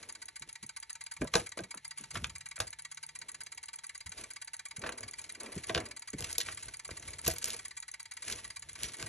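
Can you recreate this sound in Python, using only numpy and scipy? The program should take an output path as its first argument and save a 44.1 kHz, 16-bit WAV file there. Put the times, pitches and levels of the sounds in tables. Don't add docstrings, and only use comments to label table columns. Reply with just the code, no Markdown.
import sys
import numpy as np
from scipy import signal
from scipy.fft import rfft, irfft, next_fast_len
from scipy.io import wavfile
from scipy.ndimage import uniform_filter1d

SR = 44100
rng = np.random.default_rng(int(sys.argv[2]) if len(sys.argv) > 2 else 0)


def attenuation_scalar(level_db):
    decades = np.asarray(level_db, float) / 20
    return 10 ** decades


def inscribe(sig):
    pcm = np.round(np.clip(np.atleast_2d(sig).T, -1, 1) * 32767)
    wavfile.write(sys.argv[1], SR, pcm.astype(np.int16))


N = 400428


def evened(x):
    return x / np.sqrt(np.mean(x ** 2) + 1e-20)


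def read(points, hz):
    f, value = np.transpose(points)
    return np.interp(np.log(hz + 1), np.log(f + 1), value)


def colour(x, points):
    size = next_fast_len(x.shape[-1])
    gain = attenuation_scalar(read(points, np.fft.rfftfreq(size, 1 / SR)))
    return irfft(rfft(x, size) * gain, size)[..., :x.shape[-1]]


def add(mix, s, sound):
    part = mix[max(round(s * SR), 0):][:len(sound)]
    part += sound[:len(part)]


def smooth_noise(count, width):
    noise = rng.standard_normal(count)
    return evened(uniform_filter1d(uniform_filter1d(noise, width), width))


def ring(modes, size=6000):
    t = np.arange(size) / SR
    h = np.zeros(size)
    for k, (hz, db, t60) in enumerate(modes):
        h += (-1) ** k * attenuation_scalar(db - 60 * t / t60) * np.sin(2 * np.pi * hz * t)
    return h / np.linalg.norm(h)


# [f/Hz, level/dB]
FLOOR = [(15, -51), (25, -29), (81, 11), (628, 6), (904, 30), (1060, -7), (1970, 25), (2630, -6),
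         (5440, -73), (6870, 9.5), (8910, -19), (10200, -78), (12500, -63), (16200, -74), (22000, -120)]


def quiet_floor():
    hiss = rng.standard_normal((3, N))
    hiss = hiss[0] + .1 * hiss[1:]
    return attenuation_scalar(-72) * evened(colour(hiss, FLOOR))


# [t/s, level/dB]
HUM_LEVEL = [
    (1.8, -70),
    (1.842, -75),
    (2.13, -70),
    (3.55, -75),
]


def hum():
    s, db = np.transpose(HUM_LEVEL)
    t = np.arange(N) / SR
    level = attenuation_scalar(np.interp(t, s, db, -120, -120))
    return level * np.sqrt(2) * np.sin(2 * np.pi * 148 * t)


def room(x, t60=0.11):
    taps = rng.choice([-1., 1.], (2, 16000)) * (rng.random((2, 16000)) < .06)
    taps[:, :150] = 0
    hz, t, z = signal.stft(taps, SR, nperseg=256)
    differ = np.minimum(hz / 700, 1) ** 2 / (1 + (hz / 6000) ** 4)
    z[1] = z[0] + z[1] * differ[:, None]
    t60_by_pitch = t60 * (2000 / (hz[:, None] + 200)) ** 0.34
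    tail = signal.istft(z * attenuation_scalar(-60 * t / t60_by_pitch), SR, nperseg=256)[1]
    return signal.oaconvolve(x[None], tail / np.linalg.norm(tail[0]), axes=1)[:, :N]


HUNT_AT_BOX = [-0.033, 0.087, 0.216, 0.356, 0.488, 0.626, 0.762, 0.894, 1.007, 1.111, 1.21, 1.335, 1.46,
               1.571, 1.706, 1.845, 1.973, 2.105, 2.237, 2.351, 2.456, 2.557, 2.668, 2.786, 2.912, 3.027,
               3.15]
HUNT_MIDDLE = [3.283, 3.404, 3.517, 3.628, 3.73, 3.835, 3.946, 4.059, 4.174, 4.302, 4.414, 4.532, 4.652,
               4.761, 4.863, 4.974, 5.078, 5.183, 5.291, 5.399, 5.518, 5.634, 5.743, 5.853, 5.962]
HUNT_UNWRAPPING = [6.073, 6.182, 6.295, 6.401, 6.515, 6.624, 6.736, 6.846, 6.967, 7.075, 7.183, 7.301,
                   7.413, 7.53, 7.648, 7.766, 7.879, 7.995, 8.11, 8.22, 8.324, 8.442, 8.559, 8.686, 8.828,
                   8.933, 9.06]


def hunting():
    out = np.array(HUNT_AT_BOX + HUNT_MIDDLE + HUNT_UNWRAPPING)
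    back = out[:-1] + .0235 + .3 * np.diff(out)
    latch = back[1:] - .0265 + .002 * rng.standard_normal(len(back) - 1)
    return out[1:], back, latch


def gears(times, level_db, points, bite_db, hold_ms, fall_ms, jolt_db):
    ms, out = np.arange(3000) * 1000 / SR, np.zeros(N)
    for s in times:
        uneven_teeth = attenuation_scalar(0.72 * rng.standard_normal(len(ms)))
        clicks = rng.standard_normal(len(ms)) * uneven_teeth
        longer, harder = rng.uniform(-1, 1, 2)
        stop = hold_ms * (1 + 0.2 * longer)
        after = np.maximum(ms - stop, 0)
        shape = np.minimum(ms / .8, 1)
        shape = shape * (np.exp(-after / fall_ms) + 0.24 * np.exp(-after / 13))
        accents_db = bite_db * np.exp(-ms / 2.06) + jolt_db * np.exp(-((ms - stop) / 4.5) ** 2)
        add(out, s + .0008, attenuation_scalar(level_db + 1.7 * harder + accents_db) * shape * clicks)
    return colour(out, points)


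# [f/Hz, level/dB]
HOUSING = [(770, -8), (1310, -8), (4480, -2), (915, -4), (1152, -4.5), (1507, -2.5), (1765, -5.5),
           (1937, 0.5), (2088, -0.5), (2217, -0.5), (2390, -5), (2659, -20), (2810, -13), (3057, -46),
           (3305, -8.5), (3854, -4), (4048, -8), (4748, 0), (5114, -15), (6147, -6), (6826, -0.5),
           (7504, 3), (8096, -5.5), (8484, 2), (8624, -18), (8936, 9), (9302, -46), (9808, -4), (10314, -2)]
# [f/Hz, level/dB]
OUT_COLOUR = [(550, -9.5), (750, -3), (3000, 3.5), (8000, 8), (10000, 6.5), (11000, 0), (12500, -33)]
# [f/Hz, level/dB]
BACK_COLOUR = [(550, -8.5), (750, -2), (3000, 6.5), (8000, 8), (10000, -0.5), (11000, 0.5), (12500, -44)]
# [f/Hz, level/dB]
LATCH_COLOUR = [(1000, -31), (5000, -18), (6500, -1), (8000, -12), (9500, 4), (11000, -14), (13500, -45)]
# [f/Hz, level/dB, t60/s]
WHIR = [
    (2110, 1.5, 0.0089),
    (4080, 2.5, 0.0041),
]


def focus_motor():
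    out, back, latch = hunting()
    drive = gears(out, -47.5, OUT_COLOUR, bite_db=6.5, hold_ms=8.94, fall_ms=3.9, jolt_db=5)
    drive += gears(back, -45.5, BACK_COLOUR, bite_db=2.5, hold_ms=5.6, fall_ms=2.9, jolt_db=1.5)
    drive += gears(latch, -37, LATCH_COLOUR, bite_db=-8.7, hold_ms=2.1, fall_ms=0.48, jolt_db=9.9)
    housing = ring([(hz, db, 0.039 * (2000 / hz) ** 0.55) for hz, db in HOUSING])
    through_housing = signal.oaconvolve(drive, housing)[:N]
    whir = signal.oaconvolve(rng.standard_normal(N), ring(WHIR))[:N]
    return attenuation_scalar(-3) * through_housing + attenuation_scalar(-4.5) * drive + attenuation_scalar(-69.5) * whir


# [t/s, peak level/dB, last f/Hz, first f as a factor, t60/s]
THUMPS = [(0.405, -53.5, 136, 1.6, 0.27), (0.627, -42, 139, 2.43, 0.12), (1.211, -19, 149.3, 3.18, 0.11),
          (1.347, -31, 161, 1.6, 0.16), (1.592, -37, 177, 2.17, 0.18), (1.749, -45, 169, 3.2, 0.11),
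          (2.001, -48, 148, 2.6, 0.19), (2.162, -32, 100, 1.53, 0.13), (2.223, -36.5, 74.7, 2.24, 0.22),
          (2.603, -49, 103, 2.3, 0.18), (4.058, -42, 71, 1.56, 0.12), (4.78, -36, 95, 2.1, 0.086),
          (5.038, -45, 72.7, 1.6, 0.13), (5.562, -24, 131.6, 3.5, 0.077), (5.699, -35.5, 108, 3.2, 0.13),
          (5.749, -32, 98.5, 2, 0.18), (6.134, -27, 139.5, 2.1, 0.1), (6.211, -37.5, 77, 3.2, 0.15),
          (6.912, -31.5, 126, 1.85, 0.053), (7.269, -28.5, 69, 2.3, 0.14), (8.316, -39.5, 70.2, 2.66, 0.13),
          (8.836, -42, 67, 3.1, 0.17), (9.029, -37, 99, 1.13, 0.19)]


def thumps():
    t, out = np.arange(12000) / SR, np.zeros(N)
    for s, db, hz, factor, t60 in THUMPS:
        wobble = smooth_noise(len(t), 150)
        falling_hz = hz * (1 + (factor - 1) * np.exp(-t / 0.0103))
        turns = np.cumsum(falling_hz * (1 + 0.35 * wobble)) / SR
        swing = np.sin(2 * np.pi * turns)
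        swing += .5 * wobble[::-1] * np.sin(2 * np.pi * 1.7 * turns)
        fade = attenuation_scalar(db + 2.5 - 60 * t / np.clip(t60, .03, .6))
        add(out, s, fade * (1 - np.exp(-t / 0.01)) * swing)
    return out


# [t/s, peak level/dB, f/Hz, t60/s]
SQUEAK = (8.846, -38, 5850, 0.12)


def squeak():
    s, db, hz, t60 = SQUEAK
    t, out = np.arange(3000) / SR, np.zeros(N)
    waver = 1 + .01 * evened(uniform_filter1d(rng.standard_normal(len(t)), 100))
    whistle = np.sin(2 * np.pi * np.cumsum(hz * waver) / SR)
    add(out, s, attenuation_scalar(db - 60 * t / t60) * np.minimum(t / .004, 1) * whistle)
    return out


# [peak t/s, fade t/s, table rumble level/dB, sliding wood level/dB, crinkle level/dB]
BOX_MOVES = [
    (0.001, .3, -64, -57, -63),
    (.478, .05, -72, -63, -62),
    (1.22, .12, -44, -58, -66),
    (1.36, .09, -42.5, -41, -42.5),
    (1.59, .1, -60, -53, -66),
    (2.0, .15, -68, -65, -59),
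    (2.15, .11, -46, -51, -53),
    (2.22, .25, -48, -64, -67),
    (2.61, .08, -43, -51, -52.5),
    (3.25, .7, -80, -68, -75),
]
PAD_MOVES = [(4.1, .15, -60, -75, -70), (4.19, .14, -57, -52.5, -54), (4.86, .14, -51, -41.5, -60),
             (5.02, .12, -58, -51, -62), (5.22, .4, -66, -64, -63), (5.45, .2, -67, -46, -60),
             (5.57, .15, -56, -55, -56), (5.69, .1, -55, -54, -54), (5.78, .13, -45, -39.5, -60),
             (6.2, .07, -46, -50, -68), (6.27, .3, -54, -58, -53), (6.48, .3, -56, -59, -53),
             (6.67, .12, -53, -59, -61), (6.92, .15, -53, -57, -58), (7.07, .35, -52, -57, -59),
             (7.28, .11, -41.5, -48, -44.5), (7.48, .2, -53, -52.5, -47), (8.3, .19, -52, -50, -47.5),
             (8.47, .15, -59, -70, -68), (8.68, .25, -58, -66, -66), (8.83, .2, -54, -52.5, -49),
             (9.02, .15, -59, -49, -52)]
# [table rumble level/dB, sliding wood level/dB, crinkle level/dB]
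REST_DB = (-74, -85, -76)


def effort():
    t = np.arange(0, N + 64, 64) / SR
    power = attenuation_scalar(np.array(REST_DB))[:, None] ** 2 * np.ones(len(t))
    for moves, rise in ((BOX_MOVES, .3), (PAD_MOVES, .5)):
        for s, fade, *levels_db in moves:
            away = np.maximum(t - s, (s - t) / rise) / fade
            power = power + attenuation_scalar(np.array(levels_db)[:, None] - 20 * away) ** 2
    return [np.interp(np.arange(N) / SR, t, np.sqrt(row)) for row in power]


def grains(per_s, spread_db, points):
    uneven = attenuation_scalar(spread_db * np.minimum(rng.exponential(1, N), 5))
    clicks = uneven * rng.standard_normal(N) * (rng.random(N) < per_s / SR)
    return evened(colour(clicks, points))


# [f/Hz, level/dB]
RUMBLE = [(25, -61), (45, -4.5), (65, 6), (110, 0.5), (150, -0.5), (250, -31.5)]
# [f/Hz, level/dB]
SLIDE = [(150, -18), (250, 0), (500, -4), (800, -6), (1500, -17), (2500, -14), (4000, -37), (10500, -40),
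         (12500, -90)]
# [f/Hz, level/dB]
CRINKLE = [(600, -21), (1500, 8.5), (2500, 9), (5000, 7.5), (8000, 9), (10500, 14), (14500, -54.5)]


def handling():
    rumble, slide, crinkle = effort()
    low = rumble * evened(colour(rng.standard_normal(N), RUMBLE))
    wood = slide * grains(3500, 2.2, SLIDE)
    clumps = attenuation_scalar(2.5 * smooth_noise(N, 300))
    film = crinkle * evened(clumps * grains(14000, 3, CRINKLE))
    return attenuation_scalar(0.5) * low + wood + attenuation_scalar(8) * film


# [f/Hz, level/dB, t60/s]
WOOD = [(330, -10, 0.15), (484, 2.5, 0.066), (647, -6.5, 0.1), (730, -1.5, 0.066), (836, -7, 0.09),
        (1080, 3.5, 0.015), (1250, -13, 0.087), (1512, 1, 0.021), (1650, -6, .035), (2280, -45, 0.085),
        (3680, -31, 0.034)]
# [t/s, peak level/dB, brightness f/Hz, contact t/ms, wood ring under the peak level/dB]
BOX_KNOCKS = [(1.2162, -34, 1020, 4.5, -2.5), (1.249, -35, 420, 4.7, -21), (1.3385, -23.5, 3200, 5, -14),
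              (1.3531, -20, 5000, 5.1, -8), (1.574, -37, 596, 5.6, -24), (1.589, -41, 3520, 6, -1.5),
              (1.742, -44.5, 1130, 3.4, -22), (2.1466, -42, 5700, 3.1, -16), (2.155, -37, 1680, 14, -45),
              (2.1715, -39.5, 2200, 4.1, -28), (2.2431, -25.5, 2500, 3.5, -30), (2.58, -36.5, 1000, 2, -24),
              (2.6018, -27, 5260, 7.2, -24), (2.602, -29, 1170, 4, -13)]
PAD_KNOCKS = [(4.838, -38, 1450, 10, -11), (4.862, -37, 1500, 12, -16), (4.8908, -37, 1330, 6.6, -12),
              (5.6946, -36.5, 2530, 11, -4), (5.7478, -22, 2500, 2.9, -12.5), (5.7577, -27, 2200, 3.1, -16),
              (5.7649, -33, 1720, 2.1, -2), (5.7758, -33, 2200, 8.2, -9), (6.2064, -24, 7000, 1.2, -18),
              (6.2236, -31.5, 5100, 2.8, -17), (6.4865, -29.5, 1480, 2.7, -15.5),
              (6.891, -35.5, 750, 3.2, -22), (7.2626, -28.5, 6020, 5.2, -17),
              (7.5435, -40.5, 5600, 5.5, -16), (9.0259, -26.5, 4300, 2, -14.5)]
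# [t/s, peak level/dB, brightness f/Hz, contact t/ms]
SNAPS = [(6.243, -34, 5070, 6.6), (6.3124, -39, 8590, 6.1), (6.3283, -30, 9700, 3.1),
         (7.335, -32, 14500, 15), (7.48, -30, 14000, 14), (6.3819, -18, 14600, 3.3), (6.3815, -19, 9700, 5),
         (6.4029, -30, 4630, 7.4), (6.4118, -29.5, 4660, 6.1), (7.25, -39, 6880, 8.7),
         (7.2676, -28, 4400, 5), (7.2772, -22.5, 9700, 6.7), (7.2784, -5, 14600, 4.8),
         (7.3017, -29, 9600, 3.6), (7.311, -36.5, 7580, 15), (7.383, -31.5, 9100, 5),
         (7.4267, -35, 6170, 4.1), (7.4426, -17, 9400, 2.2), (7.456, -26, 8580, 2.5),
         (7.5034, -29.5, 6200, 3.7), (7.5319, -31, 7300, 2.0), (8.2812, -30.5, 5200, 3.3),
         (8.3108, -42.5, 6150, 18), (8.3241, -31, 4870, 5.6), (8.8332, -23.5, 7800, 2),
         (8.8404, -40, 4220, 15), (8.8475, -39, 6400, 5.2)]


def hits():
    ms, crack, blow = np.arange(1024) * 1000 / SR, np.zeros(N), np.zeros(N)
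    hz = np.fft.rfftfreq(len(ms), 1 / SR) + 1
    snaps = [(*snap, -31) for snap in SNAPS]
    for s, db, bright_hz, contact_ms, wood_db in BOX_KNOCKS + PAD_KNOCKS + snaps:
        grit = rng.standard_normal(len(ms))
        octaves = np.log2(hz / bright_hz)
        narrow = 3.5 + 150 * (bright_hz > 12000)
        band = attenuation_scalar(-narrow * octaves ** 2 - 3.3 * np.maximum(octaves, 0))
        shape = (1 - np.exp(-ms / 0.39)) * np.exp(-ms / (0.56 * contact_ms))
        add(crack, s, attenuation_scalar(db + 7.5) * shape * evened(irfft(rfft(grit) * band)))
        add(blow, s, attenuation_scalar(db + wood_db + 15.5) * shape * grit)
    return crack + signal.oaconvolve(blow, ring(WOOD))[:N]


def scene():
    motor = focus_motor()
    knocks = hits() + handling()
    echoes = room(attenuation_scalar(-16.5) * motor + attenuation_scalar(-12.5) * knocks)
    return quiet_floor() + hum() + echoes + motor + thumps() + squeak() + knocks


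# [f/Hz, level/dB]
MIC = [(25, -12), (40, -1), (70, 0), (120, -2), (10500, -2), (11500, -3.5), (12300, -19), (13500, -27),
       (14500, -25), (15500, -33), (16500, -45)]
# [f/Hz, phase/rad]
PORT_LEAD = [(540, -.1), (700, -1.3), (810, -2.5), (875, -5.1), (1250, -6.3), (1850, -6.2), (4200, -5.2),
             (4740, -4), (5500, -.1), (6030, .1), (8600, 2.9), (9400, 3.3), (12200, 6.3), (15500, 8.2)]


def microphone(dry):
    size, turn_hz = next_fast_len(N), 1850
    hz = np.fft.rfftfreq(size, 1 / SR)
    left = read(PORT_LEAD, np.minimum(hz, turn_hz))
    right = read(PORT_LEAD, turn_hz) - read(PORT_LEAD, np.maximum(hz, turn_hz))
    ports = np.exp(1j * np.array([left, right]))
    return irfft(rfft(dry, size) * ports * attenuation_scalar(read(MIC, hz)), size)[:, :N]


def roll_off(x):
    return signal.sosfilt(signal.butter(12, 16490, fs=SR, output="sos"), x)


def record(dry):
    mix = microphone(dry)
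    return roll_off(mix)


dry = scene()
out = record(dry)
inscribe(out)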